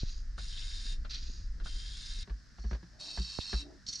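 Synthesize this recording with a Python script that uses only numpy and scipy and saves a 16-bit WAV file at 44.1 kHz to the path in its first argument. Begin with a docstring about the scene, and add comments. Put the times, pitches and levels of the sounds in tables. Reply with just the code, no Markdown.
"""A cramped, padded boat engine bay: a hand pump sucks oil, heard first beside the pump, then beside
the waste bottle. Each long stroke rasps as the piston seal flutters and rings the barrel; each return
spits air and oil. The piston clacks at its turns, the plastic bottle knocks and booms, the hose
groans, and a low rumble lies under the first part."""
import sys
import numpy as np
from scipy import signal
from scipy.fft import rfft, irfft
from scipy.io import wavfile
from scipy.ndimage import uniform_filter1d

SR = 44100
rng = np.random.default_rng(int(sys.argv[2]) if len(sys.argv) > 2 else 0)


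def unload_audio(sound):
    """Save the sound as a 16-bit wav file, at the path given as the first command line argument."""
    columns = np.transpose(np.atleast_2d(sound))
    # keep every value between -1 and 1, then stretch to whole-number steps
    steps = np.round(np.clip(columns, -1, 1) * 32767)
    wavfile.write(sys.argv[1], SR, steps.astype(np.int16))


N = 176400
T = np.arange(N) / SR
HZ = np.maximum(np.fft.rfftfreq(2 * N, 1 / SR), 1)
MOVE_S = 2.24  # listener moves from pump (NEAR) to bottle (FAR)
NEAR = T < MOVE_S
PUMP_SIDE, KNOCK_SIDE = 0.11, 0.51  # side/mid ratios


def undb(db):
    """Decibels to gain."""
    return 10 ** (np.asarray(db) / 20)


def unit(x):
    """Scale to rms 1."""
    return x / np.sqrt(np.mean(x ** 2))


def slope(points):
    """Gain curve through (frequency [Hz], gain [dB]) points."""
    hz, db = np.array(sorted(points)).T
    return undb(np.interp(np.log(HZ), np.log(hz), db))


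def resonances(rows):
    """Gain curve of steep-skirted peaks (centre [Hz], width [Hz], gain [dB])."""
    return sum(undb(db) / (1 + 2 * ((HZ - hz * hz / HZ) / (2 * width)) ** 2) for hz, width, db in rows)


def colour(x, gain):
    """Minimum-phase filter; output rms 1."""
    cepstrum = irfft(np.log(gain + 1e-7))
    cepstrum[1:N] *= 2
    cepstrum[N + 1:] = 0
    return unit(irfft(rfft(x, 2 * N) * np.exp(rfft(cepstrum)))[..., :N])


def noise(side):
    """Stereo white noise of given side/mid ratio."""
    mid, wide = rng.standard_normal((2, N))
    return unit(mid + side * wide * np.array([[1], [-1]]))


def walk(rate_hz):
    """Random wander, rms 1."""
    return unit(np.interp(T * rate_hz, np.arange(N), rng.standard_normal(N)))


def ramp(elapsed, length):
    """Linear 0 to 1, then held."""
    return np.clip(elapsed / length, 0, 1)


def burst(start, rise_s, decay_s):
    """Linear rise, exponential decay."""
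    return ramp(T - start, rise_s) * np.exp(-np.maximum(T - start - rise_s, 0) / decay_s)


def swell(middle_s, sigma_s):
    """Gaussian envelope."""
    return np.exp(-((T - middle_s) / sigma_s) ** 2 / 2)


def grains(spread_db):
    """Dense tiny bursts of air through oil."""
    return noise(PUMP_SIDE) * undb(spread_db * np.clip(walk(1800), -2.5, 2.5))


def ring(width_hz):
    """Complex narrowband noise around 0 Hz."""
    band = resonances([(0, width_hz, 0)])
    return colour(noise(PUMP_SIDE), band) + 1j * colour(noise(PUMP_SIDE), band)


def at_pitch(band, hz):
    """Shift a ring to a moving centre frequency."""
    return np.real(band * np.exp(2j * np.pi * np.cumsum(hz) / SR))


# Background spectra (frequency [Hz], gain [dB])
RUMBLE_SPECTRUM = [(12, -17.5), (22, 4.5), (46, -3), (140, -34), (215, -55.5), (600, -67), (1320, -120)]
FLOOR_SPECTRUM = [(15, -28), (25, 13), (81, 6), (234, 0), (358, -14.5), (885, -21.5), (1740, -7.5),
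                  (2360, -22), (3200, -23.5), (5130, -10), (10100, -38.5), (13100, -49.5)]


def background(rumble_db=-38, floor_db=-58):
    """Uneven rumble until the move; faint steady noise throughout."""
    rumble = undb(rumble_db) * colour(noise(side=0.052), slope(RUMBLE_SPECTRUM))
    rumble *= undb(0.7 * walk(15)) * ramp(MOVE_S - T, 0.012)
    return rumble + undb(floor_db) * colour(noise(side=0.46), slope(FLOOR_SPECTRUM))


# Return strokes (start [s], end [s], level [dB], fade [dB/s]); negative fade swells
RETURN_STROKES = [(-.06, .24, -41.5, 93), (1.094, 1.5, -45, 59.5), (2.562, 2.778, -68.5, -38),
                  (3.863, 4.1, -43.5, 5)]
# Oil spurts (time [s], level before trim [dB], decay [s])
OIL_SPURTS = [(1.107, -42.5, 0.013), (1.143, -41, 0.011), (3.884, -33.5, 0.0084), (3.927, -34.5, 0.0051),
              (3.954, -42, .002)]
# Valve resonances (centre [Hz], width [Hz], gain [dB])
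VALVE_MODES_NEAR = [(2500, 93, -13), (4070, 230, -4.5), (4540, 180, -1.5), (4960, 99, 0), (5600, 100, -3)]
VALVE_MODES_FAR = [(4440, 55, 2), (5310, 50, -1), (5710, 180, -2), (6530, 73, -14)]
# Air hiss (frequency [Hz], gain [dB])
AIR_HISS_NEAR = [(590, -47), (1000, -27.5), (1390, -15), (2300, -17.5), (2530, -11), (3040, -11.5),
                 (3990, -0.5), (5230, -14), (5660, -4.5), (10100, -45), (13100, -75)]
AIR_HISS_FAR = [(710, -51), (1200, -32), (2220, -34), (3320, -24.5), (4330, -8), (4910, -13), (5760, -7),
                (10100, -43.5), (13100, -60)]


def returns(attack_s=0.0049, release_s=0.039, waver_db=2.05, spurt_trim_db=-6):
    """Air and oil spit through the valve in spurts."""
    drive = np.zeros(N)
    for start, end, db, fade in RETURN_STROKES:
        gate = ramp(T - start, attack_s) * ramp(end - T, release_s)
        drive += gate * undb(db - fade * np.clip(T - start, 0, 1))
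    drive *= undb(waver_db * walk(110))
    drive += sum(undb(db + spurt_trim_db) * burst(s, 0.003, decay) for s, db, decay in OIL_SPURTS)
    spit = grains(spread_db=3)
    near = np.hypot(resonances(VALVE_MODES_NEAR), undb(-3) * slope(AIR_HISS_NEAR))
    far = np.hypot(resonances(VALVE_MODES_FAR), undb(-0.5) * slope(AIR_HISS_FAR))
    return drive * np.where(NEAR, colour(spit, near), colour(spit, far))


# Froth swells (middle [s], sigma [s], level [dB])
FROTH_SWELLS = [(0.11, 0.075, -57.5), (1.3, 0.1, -57.5)]
# Froth resonances (centre [Hz], width [Hz], gain [dB])
FROTH_MODES = [(4860, 280, -0.5), (5880, 550, -10), (6630, 210, -5.5)]


def froth():
    """Bright froth fizzes in the valve late in a return."""
    fizz = colour(grains(spread_db=3), resonances(FROTH_MODES))
    return fizz * sum(undb(db) * swell(s, sigma) for s, sigma, db in FROTH_SWELLS)


# Soft bumps (time [s], level [dB], pitch drop [Hz], L-R [dB])
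MIC_BUMPS = [(0.0327, -19, 560, 1), (3.3876, -24.5, 2000, -11.5)]


def bumps(end_hz=64, fall_s=0.00094, peak_s=0.0022):
    """Bumps against the microphone: short thuds whose pitch drops at once."""
    out = 0
    for s, db, drop_hz, pan_db in MIC_BUMPS:
        age = np.maximum(T - s, 0)
        cycles = end_hz * age + drop_hz * fall_s * (1 - np.exp(-age / fall_s))
        envelope = np.tanh(age * drop_hz) * np.sqrt(age / peak_s) * np.exp(-age / peak_s / 2)
        gain = undb(db + np.array([[pan_db], [-pan_db]]) / 2)
        out += gain * envelope * np.sin(2 * np.pi * cycles)
    return out


# Strokes (start [s], end [s], level [dB], swell [dB], release [s], flutter depth [0-1], flutter [Hz])
LONG_STROKES = [(0.369, 0.933, -47.5, 3, 0.032, 0.18, 102), (1.633, 2.232, -48.5, 3, 0.0033, 0.13, 97),
                (2.988, 3.607, -45, 2, 0.039, 0.27, 98.1)]
# Barrel resonances (centre [Hz], width [Hz], gain [dB])
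BARREL_MODES_NEAR = [(1636, 220, -7.5), (2140, 61, -10), (2700, 170, -12.5), (3170, 47, -5), (3703, 180, 5),
                     (4120, 80, 5.5), (4875, 43, 10.5), (5440, 45, 5.5), (6900, 320, -6), (9050, 203, -9)]
BARREL_MODES_FAR = [(2637, 153, -12.5), (3164, 80, -13.5), (3847, 130, -1.5), (4450, 110, -3.5),
                    (5420, 70, 1), (5860, 100, -11), (6800, 170, -19.5), (7350, 150, -16),
                    (8920, 94, -18.5)]
# Hiss between the resonances (frequency [Hz], gain [dB])
BARREL_HISS_NEAR = [(470, -50), (800, -20), (1660, -8.5), (2290, -10), (4860, 6), (6200, -2), (7050, -3),
                    (7750, -10.5), (9190, -14), (10100, -19.5), (11000, -54), (15000, -53)]
BARREL_HISS_FAR = [(590, -33), (1000, -19), (2410, -23), (3350, -23), (3770, -6.5), (4480, -0.5),
                   (4840, -4), (5340, -8), (10100, -31.5), (13100, -65)]
# Seal resonance along the piston's travel (time [s], pitch [Hz])
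SEAL_GLIDE = [(.4, 3777), (.93, 3703), (1.7, 3160), (1.9, 3250), (2.22, 3950), (3.0, 4413), (3.2, 4533),
              (3.5, 4270), (3.6, 3900)]


def strokes(attack_s=0.021, jitter=0.06, waver_db=0.58, seal_near_db=-11.5, seal_far_db=-4.5):
    """The seal flutters, chopping a grainy hiss that rings the barrel; its own ring glides."""
    drive = np.zeros(N)
    flutter_clock = np.cumsum(1 + jitter * walk(60)) / SR
    for start, end, db, swell_db, release, depth, hz in LONG_STROKES:
        gate = ramp(T - start, attack_s) * np.exp(-2 * np.maximum(T - end, 0) / release)
        pulses = unit(np.exp(-(flutter_clock * hz % 1) / 0.11))
        flutter = unit(1 + depth * (pulses - 1))
        travel = ramp(T - start, end - start)
        drive += gate * flutter * undb(db + swell_db * (travel - 0.5))
    air = grains(spread_db=-1.5) * drive * undb(waver_db * walk(45))
    near = np.hypot(resonances(BARREL_MODES_NEAR), undb(-5.5) * slope(BARREL_HISS_NEAR))
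    far = np.hypot(resonances(BARREL_MODES_FAR), undb(-5) * slope(BARREL_HISS_FAR))
    rasp = colour(air * NEAR, near) * np.std(drive * NEAR)
    rasp += colour(air * ~NEAR, far) * np.std(drive * ~NEAR)
    seal = at_pitch(ring(width_hz=50), np.interp(T, *np.array(SEAL_GLIDE).T))
    ringing = uniform_filter1d(uniform_filter1d(drive, SR // 200), SR // 200)  # outlasts each pulse
    return rasp + ringing * seal * undb(np.where(NEAR, seal_near_db, seal_far_db))


# Clacks (time [s], level [dB])
PISTON_CLACKS = [(0.379, -41.5), (1.047, -44), (1.599, -49.5), (1.658, -43.5)]
# Clack spectrum (frequency [Hz], gain [dB])
CLACK_SPECTRUM = [(120, 8.5), (300, -9), (650, -2.5), (900, -9.5), (1450, 2.5), (2100, -16), (4200, -7.5),
                  (8000, -56)]


def clacks():
    """The piston meets its stop."""
    drive = sum(undb(db) * burst(s, rise_s=0.0016, decay_s=0.011) for s, db in PISTON_CLACKS)
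    return drive * colour(noise(KNOCK_SIDE), slope(CLACK_SPECTRUM))


# Slurps (middle [s], sigma [s], level [dB], pitch [Hz])
OIL_SLURPS = [(.535, 0.006, -52.5, 3300), (.578, 0.011, -47, 3550), (0.621, 0.0084, -50.5, 3400),
              (1.153, 0.0045, -45, 3700), (2.065, 0.0061, -47, 4900), (3.413, 0.0057, -43.5, 3900),
              (3.867, 0.00092, -41.5, 4100), (3.932, 0.0022, -41.5, 4100)]


def slurps(sag_hz_per_s=9000):
    """Each slug of oil in the pump gives a short, coarse ring that sags in pitch."""
    band = ring(width_hz=330)
    return sum(undb(db) * swell(s, sigma) * at_pitch(band, hz - sag_hz_per_s * (T - s))
               for s, sigma, db, hz in OIL_SLURPS)


# Thumps (time [s], level [dB])
PUMP_THUMPS = [(.853, -48.5), (1.58, -53), (2.184, -51.5), (3.886, -44.5)]
# Thump resonances (centre [Hz], width [Hz], gain [dB])
THUMP_MODES = [(134.4, 64, 2.5), (286, 104, -8)]


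def thumps(jostle_db=-62.5, scatter_db=5.5):
    """The handled pump thumps dully, with light irregular jostling between."""
    hits = sum(undb(db) * burst(s, rise_s=0.0013, decay_s=0.0093) for s, db in PUMP_THUMPS)
    jostle = undb(jostle_db + scatter_db * np.clip(walk(40), -2, 2)) * swell(1.346, 0.34)
    return (hits + jostle) * colour(noise(KNOCK_SIDE), resonances(THUMP_MODES))


def whistle(hz=4910, width_hz=14, db=-50.5):
    """The seal whistles briefly on the barrel's strongest resonance."""
    tone = colour(noise(PUMP_SIDE), resonances([(hz, width_hz, 0)]))
    return undb(db) * swell(middle_s=1.787, sigma_s=0.045) * tone


# Knocks (time [s], boom [dB], wall [dB], wall pitch [Hz], crack [dB])
BOTTLE_KNOCKS = [(2.274, -60, -50.5, 196, -53.5), (2.296, -29.5, -50.5, 172, -50),
                 (2.582, -37, -54, 174, -53.5), (2.64, -28, -44.5, 207, -51),
                 (2.71, -28, -40.5, 184.8, -44), (2.729, -71, -44, 189.7, -47.5),
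                 (2.747, -82, -53, 193, -50), (2.828, -54, -47.5, 169, -57),
                 (3.173, -27.5, -45.5, 179, -41.5), (3.192, -73, -38, 183.7, -78),
                 (3.528, -25.5, -39.5, 195, -35.5)]
# Wall modes (ratio to wall pitch, gain [dB], T60 [s])
BOTTLE_WALL_MODES = [(.7, -1.5, 0.15), (0.999, 2.5, 0.13), (1.45, -18.5, 0.08), (1.98, -8, 0.081)]
# Crack spectrum (frequency [Hz], gain [dB])
CRACK_SPECTRUM = [(150, -37.5), (250, -2.5), (408, -5.5), (1660, -13), (3500, -20), (4500, -14.5),
                  (9000, -72)]
# Crack resonances (centre [Hz], width [Hz], gain [dB])
PLASTIC_MODES = [(395, 34, -1), (692, 31, -1.5), (933, 54, -7.5), (1170, 134, -11), (1654, 144, -3)]


def knocks(boom_hz=53.5, boom_peak_s=0.028):
    """Each knock cracks in the plastic and rings the walls; the larger ones boom the whole bottle."""
    body, crack = 0, 0
    for s, boom_db, wall_db, wall_hz, crack_db in BOTTLE_KNOCKS:
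        age = np.maximum(T - s, 0)
        boom = (age / boom_peak_s * np.exp(1 - age / boom_peak_s)) ** 3.14
        tail = undb(-16) * burst(s, boom_peak_s, decay_s=0.099)
        hz = boom_hz * (1 + 0.064 * rng.standard_normal())
        body += undb(boom_db) * (boom + tail) * np.sin(2 * np.pi * hz * age)
        for ratio, db, t60 in BOTTLE_WALL_MODES:
            envelope = burst(s, rise_s=0.0074, decay_s=t60 / np.log(1000))
            body += undb(wall_db + db) * envelope * np.sin(2 * np.pi * wall_hz * ratio * age)
        crack += undb(crack_db) * burst(s, rise_s=0.0012, decay_s=0.013)
    plastic = np.hypot(slope(CRACK_SPECTRUM), resonances(PLASTIC_MODES))
    return body + crack * colour(noise(KNOCK_SIDE), plastic)


# Groans (middle [s], sigma [s], low register [dB], high register [dB])
HOSE_GROANS = [(3.063, 0.084, -66.5, -63.5), (3.689, 0.055, -54, -64)]
# Hose resonances (centre [Hz], width [Hz], gain [dB])
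HOSE_MODES_LOW = [(286.5, 14.6, -5.5), (352, 77, -13)]
HOSE_MODES_HIGH = [(623, 55, 1.5), (771, 210, -7.5)]


def groans():
    """The hose groans faintly in two hollow registers."""
    low = colour(noise(KNOCK_SIDE), resonances(HOSE_MODES_LOW))
    high = colour(noise(KNOCK_SIDE), resonances(HOSE_MODES_HIGH))
    return sum(swell(s, sigma) * (undb(low_db) * low + undb(high_db) * high)
               for s, sigma, low_db, high_db in HOSE_GROANS)


# Reflection spectrum (frequency [Hz], gain [dB])
BAY_SPECTRUM = [(1200, 2.5), (2400, 7), (4200, -1), (9000, -42)]


def bay(x, t60_s=0.038, send_db=-8):
    """Adds the dense, very short reflections of the padded bay."""
    envelope = burst(0.0034, rise_s=0.0058, decay_s=t60_s / np.log(1000))
    tail = unit(rng.standard_normal((2, N)) * envelope) / np.sqrt(N)
    reflections = irfft(rfft(x, 2 * N) * rfft(tail, 2 * N) * slope(BAY_SPECTRUM))[:, :N]
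    return x + undb(send_db) * reflections


# Pump stereo balance (frequency [Hz], L-R [dB])
PUMP_PAN = [(1000, -3.5), (1800, 0), (3100, 7), (4300, -3), (5500, -1.5), (7000, -1.5), (9500, 4.5)]


def scene():
    """Pump and bottle in the bay, over the rumble."""
    pump = strokes() + slurps() + whistle() + returns() + froth()
    lean = np.sqrt(slope(PUMP_PAN))
    panned = irfft(rfft(pump, 2 * N) * np.array([lean, 1 / lean]))[:, :N]
    return bay(panned + clacks()) + knocks() + thumps() + groans() + bumps() + background()


def record(dry):
    """Steep low-pass at 15 kHz."""
    return signal.sosfilt(signal.ellip(8, 0.2, 70, 15000, fs=SR, output="sos"), dry)


dry = scene()
out = record(dry)
unload_audio(out)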